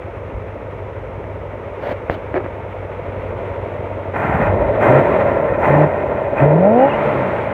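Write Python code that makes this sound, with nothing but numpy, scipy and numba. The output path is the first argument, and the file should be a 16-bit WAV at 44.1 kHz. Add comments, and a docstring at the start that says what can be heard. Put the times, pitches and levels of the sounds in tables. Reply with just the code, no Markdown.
"""In an open engine bay a V8 idles, then is blipped by hand at the carburettor; a finger covers the phone's port.
Uneven firing pulses ring exhaust resonances, and the open intake sings in harmonics of the firing rate.
Valve gear, belts and fan are coloured noise beating with crank turns and firings.
Noise gated by the throttle rushes through the air cleaner's resonances, and squeaks are narrow-band noise.
The finger's air pocket lifts one band of the clatter; its knocks are decaying sines and its rubs filtered noise."""
import sys
import numpy as np
from scipy import signal
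from scipy.fft import rfft, irfft, next_fast_len
from scipy.io import wavfile
from scipy.ndimage import uniform_filter1d, minimum_filter1d
from numba import njit

SR = 44100
rng = np.random.default_rng(int(sys.argv[2]) if len(sys.argv) > 2 else 0)


def materialize(psi):
    """Save the field psi as 16-bit PCM at rate SR to the path in sys.argv[1].

    A 1-D psi becomes a single channel; in a 2-D psi each row is a channel.
    """
    bounded = np.clip(np.atleast_2d(psi).T, -1, 1)
    quanta = np.round(bounded * 32767).astype(np.int16)
    wavfile.write(sys.argv[1], SR, quanta)


N = 332073

# Spectra, all of columns (frequency [Hz], relative density [dB per Hz]); gains set the overall levels
RUMBLE_SPECTRUM = [(15, -23.5), (30, -13.5), (55, 1), (90, -3.5), (200, -14), (400, -35.5)]
CLATTER_SPECTRUM = [(100, -8), (200, -9), (300, -5), (420, -2), (680, -5.5), (780, -17.5), (920, -5.5),
                    (1150, -25), (2000, -40.5), (4000, -49)]
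WHIRR_SPECTRUM = [(470, -14), (800, 1.5), (1160, -1), (1250, -0.5), (1400, -3), (1690, -7.5), (1910, -5),
                  (2190, -5.5), (2610, -12), (2990, -19), (3480, -23.5), (4870, -44), (7340, -46),
                  (13700, -50.5), (15700, -58)]
STEADY_HISS_SPECTRUM = [(2820, -22), (4800, -5.5), (6150, -3.5), (7310, -10), (10300, -14), (13600, -15),
                        (15700, -16)]
SCRATCH_SPECTRUM = [(100, -11), (250, -7.5), (600, 0.5), (1000, -12.5), (2300, -18), (3200, -48),
                    (5000, -53)]
LEAK_SPECTRUM = [(1500, -22), (2800, 6), (4500, -9), (5500, -19), (9000, -29), (15700, -22)]
RUSH_SPECTRUM = [(120, -28.5), (200, -8), (441, -3), (485, -17), (541, -3.5), (848, -3), (1160, -10.5),
                 (1820, -17), (5200, -55.5), (6760, -90), (11400, -120)]
BARK_SPECTRUM = [(50, -20), (90, -1), (170, -3.5), (280, -6.5), (420, -9.5), (700, -29)]
THIN_HISS_SPECTRUM = [(2940, -37.5), (5000, -15), (5640, -3), (6350, 0), (9630, -3.5), (10300, -7.5),
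                      (13000, -2), (15700, -6)]

# Engine speed, to which idle hunting is added: (time [s], firing rate [Hz])
ENGINE_SPEED = [(0, 49.5), (4.13, 48.63), (4.2, 52.4), (4.32, 72), (4.51, 96.66), (4.62, 110.7),
                (4.79, 105.9), (4.85, 112.2), (4.94, 134.3), (4.99, 138.8), (5.11, 174.4), (5.35, 144),
                (5.47, 130), (5.63, 126.6), (5.72, 143.7), (5.81, 152.8), (6.0, 138.1), (6.35, 126.5),
                (6.46, 145.6), (6.54, 153.7), (6.65, 194.9), (6.76, 240), (6.89, 292.4), (7.04, 294.2),
                (7.53, 200.8)]
# Levels at the phone, which moves in over the engine:
# (time [s], clatter level [dB], fan whirr level [dB], exhaust level [dB], rumble level [dB])
LEVELS = [(0, -31.5, -39, -32.5, -36.5), (1.4, -30.5, -39.5, -34, -34), (1.8, -29.5, -37.5, -35.5, -36.5),
          (2.74, -30, -37.5, -32.5, -35.5), (3.4, -26, -35, -31.5, -32), (4.13, -26.5, -36.5, -29.5, -41),
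          (4.22, -31, -38, -30, -40), (4.42, -19, -36, -32, -25.5), (4.62, -15, -38.5, -26, -22),
          (4.79, -17, -31, -27, -32), (5.2, -14, -29.5, -30, -33), (5.6, -18.5, -45, -28.5, -31),
          (5.95, -20.5, -37.5, -31, -44), (6.05, -19, -38, -32, -41.5), (6.36, -20, -38, -31, -35),
          (6.46, -20, -45.5, -31, -39), (6.75, -23.5, -35, -41, -40), (6.95, -24.5, -30.5, -36.5, -36),
          (7.05, -17, -26, -35.5, -36), (7.53, -23, -31.5, -34, -40)]
# Strength of each firing in the cycle of eight, before random scatter: (level [dB])
CYLINDER_LEVELS = [8.5, -3, 9, -27, 6.5, 2.5, -6.5, 4]
# Exhaust pipe resonances: (frequency [Hz], width before widening by 1.5 [Hz], relative level [dB])
EXHAUST_RESONANCES = [(61, 37, -11.5), (97.4, 23.3, 8.5), (134, 15, -11), (219.6, 42, -8)]
# Lines from banks that fire unevenly: (multiple of firing rate [1], level at full speed [dB])
LOPE_LINES = [(.5, -32.5), (.75, -34.5)]
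# Air pocket between finger and port: (time [s], resonance [Hz], width [Hz], gain of the added band [dB])
FINGER_POCKET = [(0, 530, 200, 3), (3.0, 545, 200, 3), (4.5, 588, 95, 8), (7.53, 588, 95, 8)]
# Single heavy firings and intake gulps:
# (time [s], level before the soft start [dB], frequency [Hz], 60 dB decay time [s])
GULPS = [(0.34, -14.5, 56, 0.16), (4.245, -7.5, 170, 0.042), (4.293, -6, 150, 0.043),
         (4.344, -7, 172, 0.085), (4.399, -3, 212, 0.038), (4.45, -12, 180, 0.07)]
# Finger taps on the case: (time [s], snap level [dB], thud frequency [Hz], thud 60 dB decay time [s])
KNOCKS = [(1.241, -21, 304, .03), (1.77, -25, 401, .02), (2.098, -2, 89, 0.038), (2.342, -8.5, 297, 0.059),
          (2.365, -7.5, 371, 0.11), (2.378, -12, 350, 0.062), (2.445, -16.5, 199, 0.052),
          (2.462, -16.5, 298, 0.05)]
# Finger slides over the port: (start [s], length [s], rise [s], level [dB], slip pitch [Hz],
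# scratch share of power [0-1], leaking treble relative to the rub [dB])
RUBS = [(1.791, 0.15, 0.051, -23.5, 400, 0.98, -22.5), (2.094, 0.071, 0.0071, -27.5, 303, 0.94, -19.5),
        (2.345, 0.048, 0.0096, -18, 393, 0.99, -34), (2.38, 0.041, 0.03, -19, 390, 0.16, -60),
        (2.434, 0.035, .01, -27, 250, 0.9, -40)]
# Throttle openings: (start [s], opening time [s], length [s], rush level [dB], change while held [dB],
# rush level after closing [dB], thin hiss relative to rush [dB])
THROTTLE_OPENINGS = [(4.13, 0.039, 0.34, -19.5, 1, -24.5, -44.5),
                     (4.789, 0.043, 0.21, -14.5, -1.5, -20, -43), (5.56, 0.093, 0.28, -14, -5.5, -24, -44),
                     (6.332, 0.058, 0.12, -18.5, -0.5, -24, -45.5), (6.742, .09, 0.14, -15.5, -7, -22, -47)]
# Air cleaner housing resonances: (frequency [Hz], width [Hz], level over the direct air noise [dB])
CLEANER_RESONANCES = [(821, 300, -1), (1040, 70, 3), (1386, 65, 8), (1557, 58, 6), (1854, 47, 10),
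                      (2050, 275, 12), (2428, 110, 14), (3120, 53, -2)]
# Belt and throttle linkage squeaks: (time [s], length [s], frequency [Hz], level [dB])
SQUEAKS = [(4.196, .025, 14600, -66), (4.44, 0.026, 13400, -70), (4.465, .025, 15200, -67),
           (6.363, 0.036, 2450, -32), (6.391, 0.018, 2537, -35), (6.755, 0.15, 2857, -44),
           (6.893, 0.0258, 2830, -35), (6.908, 0.024, 2636, -32), (6.922, 0.037, 2850, -37)]
# Intake response to overtones, before each harmonic's offset: (frequency [Hz], level over the note [dB])
INTAKE_RESPONSE = [(200, -20), (300, -19), (390, -22), (450, -10), (500, -7), (560, 1), (630, 5), (740, 1),
                   (830, 8), (950, -2), (1150, -20)]
# Engine pulls that make the intake sing: (start [s], rise [s], length [s], note level [dB],
# change while held [dB], extra clatter [dB])
PULLS = [(4.27, .04, .1, -24, -2, -1), (4.463, 0.038, 0.12, -12, -11, -1),
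         (4.815, 0.085, 0.17, -17.5, 5, 6), (5.647, 0.044, 0.199, -15, 1.5, 6),
         (6.384, .04, 0.473, -11, -7, 7), (6.869, .02, 0.094, -33, -4, 3)]

HUNT_HZ = 0.602  # spread of the idle's hunting
RUMBLE_SWAY_DB = -0.5  # scale of a slow random swell
STEADY_HISS_DB = -72.5
CLOSE_S, RUSH_FADE_DB_S, HISS_FADE_DB_S = 0.033, 10, 11  # closing time [s], fades when shut [dB/s]
JET_DB, JET_S = 2.5, .07  # flare of the thin hiss around full opening [dB], its time constant [s]
BARK_DB = -8  # relative to the air rush
COAST_DB, PULL_RELEASE_S = -39, 0.049  # intake note off throttle at speed [dB], release [s]
TOP_HZ = 15750  # upper band edge


def undb(db):
    """Decibel law: 20 dB is a tenfold amplitude."""
    return 10 ** (np.asarray(db) / 20)


def unit(x):
    """Normalisation to unit root-mean-square amplitude."""
    return x / np.sqrt(np.mean(x ** 2))


def colour(x, table):
    """Spectral shaping: multiply the Fourier transform by a curve linear in dB over log frequency."""
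    hz, db = np.transpose(table)
    n = next_fast_len(len(x))
    f = np.maximum(np.arange(n // 2 + 1) * SR / n, 1)
    gain_db = np.interp(np.log(f), np.log(hz), db, left=-90, right=-90)
    return irfft(rfft(x, n) * undb(gain_db), n)[:len(x)]


def walk(rate):
    """Smoothed random fluctuation: values held 1 / rate s and averaged twice, with a spread near 1."""
    k = int(SR / rate)
    steps = np.repeat(rng.standard_normal(N // k + 1), k)
    return 1.39 * uniform_filter1d(uniform_filter1d(steps, k), k)[:N]


@njit
def svf(x, hz, width):
    """Second-order resonance: a state-variable band-pass with moving centre and width, unit peak gain."""
    y, b, l = np.empty(len(x)), 0., 0.
    for i in range(len(x)):
        g, k = np.tan(np.pi * hz[i] / SR), width[i] / hz[i]
        v = (b + g * (x[i] - l)) / (1 + g * (g + k))
        b, l, y[i] = 2 * v - b, l + 2 * g * v, k * v
    return y


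def band(x, hz, width):
    """Fixed resonance: a band-pass of constant centre and width."""
    return svf(x, np.full(len(x), 1. * hz), np.full(len(x), 1. * width))


def steady(x, seconds=0.083):
    """Envelope normalisation: division by the running r.m.s. evens out slow level changes."""
    return x / np.sqrt(uniform_filter1d(x ** 2, int(seconds * SR)) + 1e-18)


def play(table):
    """Linear interpolation: the columns of a table become curves in time."""
    s, *columns = np.transpose(table)
    return [np.interp(np.arange(N) / SR, s, c) for c in columns]


def held(t, s, attack, length, release):
    """Trapezoidal envelope: gain 0-1 that rises, holds and falls, and the share of the length gone by."""
    gain = np.clip(np.minimum((t - s) / attack, 1 + (s + length - t) / release), 0, 1)
    return gain, np.clip((t - s) / length, 0, 1)


def gated(firings, table, firing_db, flicker_db):
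    """Amplitude modulation: noise beats with the firings and flickers at random before colouring."""
    beat_db = firing_db * np.cos(2 * np.pi * firings) + flicker_db * walk(30)
    return steady(colour(undb(beat_db) * rng.standard_normal(N), table))


def engine_speed(t):
    """Speed fluctuation: the firing rate [Hz] hunts at random until the throttle first opens."""
    idling = t < THROTTLE_OPENINGS[0][0]
    return play(ENGINE_SPEED)[0] + HUNT_HZ * walk(3) * idling


def exhaust(firings):
    """Impulse excitation: one pulse a firing, strong or weak by cylinder, rings the pipe resonances."""
    count = np.floor(firings).astype(int)
    at = np.flatnonzero(np.diff(count)) + 1
    scatter_db = 2.5 * rng.standard_normal(N // 50)
    pulses = np.zeros(N)
    pulses[at] = undb(np.array(CYLINDER_LEVELS)[count[at] % 8] + scatter_db[count[at]])
    pipes = np.zeros(N)
    for k, (hz, width, db) in enumerate(EXHAUST_RESONANCES):
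        ring = band(band(pulses, hz, 1.5 * width), hz, 1.5 * width)
        pipes += (-1) ** k * undb(db) * ring  # alternate polarity
    return steady(pipes, seconds=0.16)


def lope(firings, hz, full_hz=280, octave_db=12):
    """Subharmonics: uneven banks give lines under the firing rate that waver and grow with speed."""
    out = 0
    for multiple, db in LOPE_LINES:
        waver_db, drift = 4.5 * walk(30), .8 * walk(15)  # drift of phase in radians
        gain = undb(db + octave_db * np.log2(hz / full_hz) + waver_db)
        out = out + gain * np.cos(2 * np.pi * multiple * firings + drift)
    return np.sqrt(2) * out


def rumble(firings):
    """Modulated low-frequency noise, beating slightly with the firings."""
    return gated(firings, RUMBLE_SPECTRUM, firing_db=0.5, flicker_db=-3.0)


def pocket(x):
    """Cavity resonance: the air trapped under the finger lifts one band."""
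    hz, width, db = play(FINGER_POCKET)
    return x + undb(db) * svf(x, hz, width)


def clatter(firings, firing_db=1.5, flicker_db=1.0):
    """Periodic modulation: noise of valve gear, belts and fan beats with crank turns and firings."""
    turn_db = 1.6 * np.cos(2 * np.pi * firings / 4)  # four firings a crank turn
    beat_db = turn_db + firing_db * np.cos(2 * np.pi * firings) + flicker_db * walk(45)
    noise = colour(undb(beat_db) * rng.standard_normal(N), CLATTER_SPECTRUM)
    return steady(pocket(noise))


def whirr(firings):
    """Modulated broadband noise: the fan's whirr, beating slightly with the firings."""
    return gated(firings, WHIRR_SPECTRUM, firing_db=0.5, flicker_db=1.5)


def steady_hiss():
    """Stationary noise: the phone's faint steady hiss."""
    return undb(STEADY_HISS_DB) * unit(colour(rng.standard_normal(N), STEADY_HISS_SPECTRUM))


def gulps(rise_s=0.0024):
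    """Damped oscillation: low sines with a soft start and exponential decay."""
    out, t = np.zeros(N), np.arange(SR // 4) / SR
    for s, db, hz, t60 in GULPS:
        i = int(s * SR)
        envelope = (1 - np.exp(-t / rise_s)) * 1000 ** (-t / t60)
        out[i:i + len(t)] += undb(db) * envelope * np.sin(2 * np.pi * hz * t)
    return out


def knocks(snap_hz=620, crack_hz=1800, crack_db=-3, skin_hz=2900):
    """Impact response: a crack, a snap in the pocket and a case thud decay; soft skin is a low-pass."""
    out, t = np.zeros(N), np.arange(SR // 5) / SR
    snap = np.sin(2 * np.pi * snap_hz * t) * 1000 ** (-t / .014)
    crack = np.sin(2 * np.pi * crack_hz * t) * 1000 ** (-t / .005)
    for s, db, hz, t60 in KNOCKS:
        i = int(s * SR)
        thud = 0.59 * np.sin(2 * np.pi * hz * t) * 1000 ** (-t / t60)
        out[i:i + len(t)] += undb(db) * (snap - undb(crack_db) * crack - thud)
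    return signal.sosfilt(signal.butter(4, skin_hz, fs=SR, output="sos"), out)


def rubs(end_s=0.019, slip_width=70):
    """Frictional noise: skin slips with a rough pitch and scratches, while treble leaks past the finger."""
    out, t = np.zeros(N), np.arange(N) / SR
    scratch = unit(colour(rng.standard_normal(N), SCRATCH_SPECTRUM))
    grain = rng.standard_normal(N)
    leak = unit(colour(rng.standard_normal(N), LEAK_SPECTRUM))
    for s, length, rise, db, hz, share, leak_db in RUBS:
        press = np.clip(np.minimum((t - s) / rise, (s + length - t) / end_s), 0, 1)
        share = np.clip(share, 0, 1)
        slip = band(grain, hz, slip_width)
        slip = unit(band(band(slip, hz, 3 * slip_width), hz, 3 * slip_width))
        skin = np.sqrt(1 - share) * slip + np.sqrt(share) * scratch
        out += press * undb(db) * (skin + undb(leak_db) * leak)
    return out * undb(1.6 * walk(90))  # the grip is uneven


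def throttle(t):
    """Flow control: rush and hiss gains rise as plates open, step down as they close, then fade slowly."""
    air, hiss = 0, 0
    for s, opening, length, db, change_db, after_db, hiss_db in THROTTLE_OPENINGS:
        gain, gone = held(t, s, opening, length, CLOSE_S)
        shut_s = np.maximum(t - s - length, 0)
        opened = np.clip((t - s) / opening, 0, 1)
        wide = gain * undb(db + change_db * gone)
        air_tail = opened * undb(after_db - RUSH_FADE_DB_S * shut_s)
        air = np.maximum(air, np.maximum(wide, air_tail))
        flare = undb(JET_DB * np.exp(-np.abs(t - s - opening) / JET_S))
        hiss_tail = opened * undb(after_db - HISS_FADE_DB_S * shut_s)
        hiss = np.maximum(hiss, undb(hiss_db) * np.maximum(wide * flare, hiss_tail))
    return air, hiss


def rush(firings):
    """Flow noise and resonance: air drawn through the carburettor rings the air cleaner housing."""
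    air = gated(firings, RUSH_SPECTRUM, firing_db=1.0, flicker_db=-2.6)
    housing = sum(undb(db) * band(air, hz, width) for hz, width, db in CLEANER_RESONANCES)
    return unit(air + housing)


def bark(firings):
    """Modulated low-frequency noise: the roar of the open throttle."""
    return undb(BARK_DB) * gated(firings, BARK_SPECTRUM, firing_db=1.0, flicker_db=-6)


def thin_hiss(firings):
    """Modulated treble noise: the thin hiss of air past the throttle plates."""
    return gated(firings, THIN_HISS_SPECTRUM, firing_db=1.0, flicker_db=-1.0)


def squeaks():
    """Narrow-band noise: whistles waver within a small bandwidth, swell and fade."""
    out, t, noise = np.zeros(N), np.arange(N) / SR, rng.standard_normal(N)
    for s, length, hz, db in SQUEAKS:
        swell = np.sin(np.pi * np.clip((t - s) / length, 0, 1))
        width = hz / 30
        whistle = steady(band(band(noise, hz, width), hz, width), seconds=0.026)
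        out += undb(db) * swell * whistle
    return out


def pulls(t, hz):
    """Load dependence: the intake note's gain and the extra clatter [dB] follow the engine's pulls."""
    note = undb(COAST_DB) * np.clip((hz - 60) / 40, 0, 1)
    extra_db = 0
    for s, rise, length, db, change_db, clatter_db in PULLS:
        gain, gone = held(t, s, rise, length, PULL_RELEASE_S)
        note = np.maximum(note, gain ** 2 * undb(db + change_db * gone))
        extra_db = extra_db + clatter_db * gain
    return note, extra_db


def intake(firings, hz):
    """Harmonic synthesis: suction pulses sing on the firing rate, throbbing once a crank turn."""
    f, db = np.transpose(INTAKE_RESPONSE)
    wobble_db = np.interp(hz, [100, 140], [2.2, .8])  # rougher at low speed
    note = undb(wobble_db * walk(40)) * np.sin(2 * np.pi * firings)
    for k, offset_db in [(2, 8), (3, -1), (4, -13)]:  # harmonic number, offset [dB]
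        response_db = np.interp(np.log(k * hz), np.log(f), db)
        gain = undb(offset_db + response_db + 1.5 * walk(40))
        note = note + gain * np.sin(2 * np.pi * k * firings + k * k)
    throb = 1 + .15 * np.cos(2 * np.pi * firings / 4)
    return np.sqrt(2) * note * throb


def scene():
    """Superposition: the engine's layers share one firing phase, and the other sounds add to them."""
    t = np.arange(N) / SR
    hz = engine_speed(t)
    firings = np.cumsum(hz) / SR  # firings so far, the phase in cycles
    clatter_db, whirr_db, exhaust_db, rumble_db = play(LEVELS)
    rumble_db = rumble_db + RUMBLE_SWAY_DB * walk(4)
    note, extra_db = pulls(t, hz)
    air, thin = throttle(t)
    engine = undb(exhaust_db) * exhaust(firings) + lope(firings, hz)
    engine += undb(rumble_db) * rumble(firings)
    engine += undb(clatter_db + extra_db) * clatter(firings)
    engine += undb(whirr_db) * whirr(firings)
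    engine += air * (rush(firings) + bark(firings)) + thin * thin_hiss(firings)
    engine += note * intake(firings, hz)
    return (engine + steady_hiss() + gulps() + knocks() + rubs() + squeaks())[None]


def record(dry):
    """Band limiting and peak limiting: the phone drops deep bass, eases loud peaks and cuts the top."""
    x = signal.sosfilt(signal.butter(2, 40, "high", fs=SR, output="sos"), dry)
    room_left = minimum_filter1d(np.minimum(1, .99 / (np.abs(x) + 1e-9)), 441)  # 10 ms window
    x = x * uniform_filter1d(uniform_filter1d(room_left, 220), 220)
    x = x * np.minimum(1, np.arange(N)[::-1] / 88)  # a 2 ms fade at the end
    return signal.sosfilt(signal.ellip(10, .2, 80, TOP_HZ, fs=SR, output="sos"), x)


dry = scene()
out = record(dry)
materialize(out)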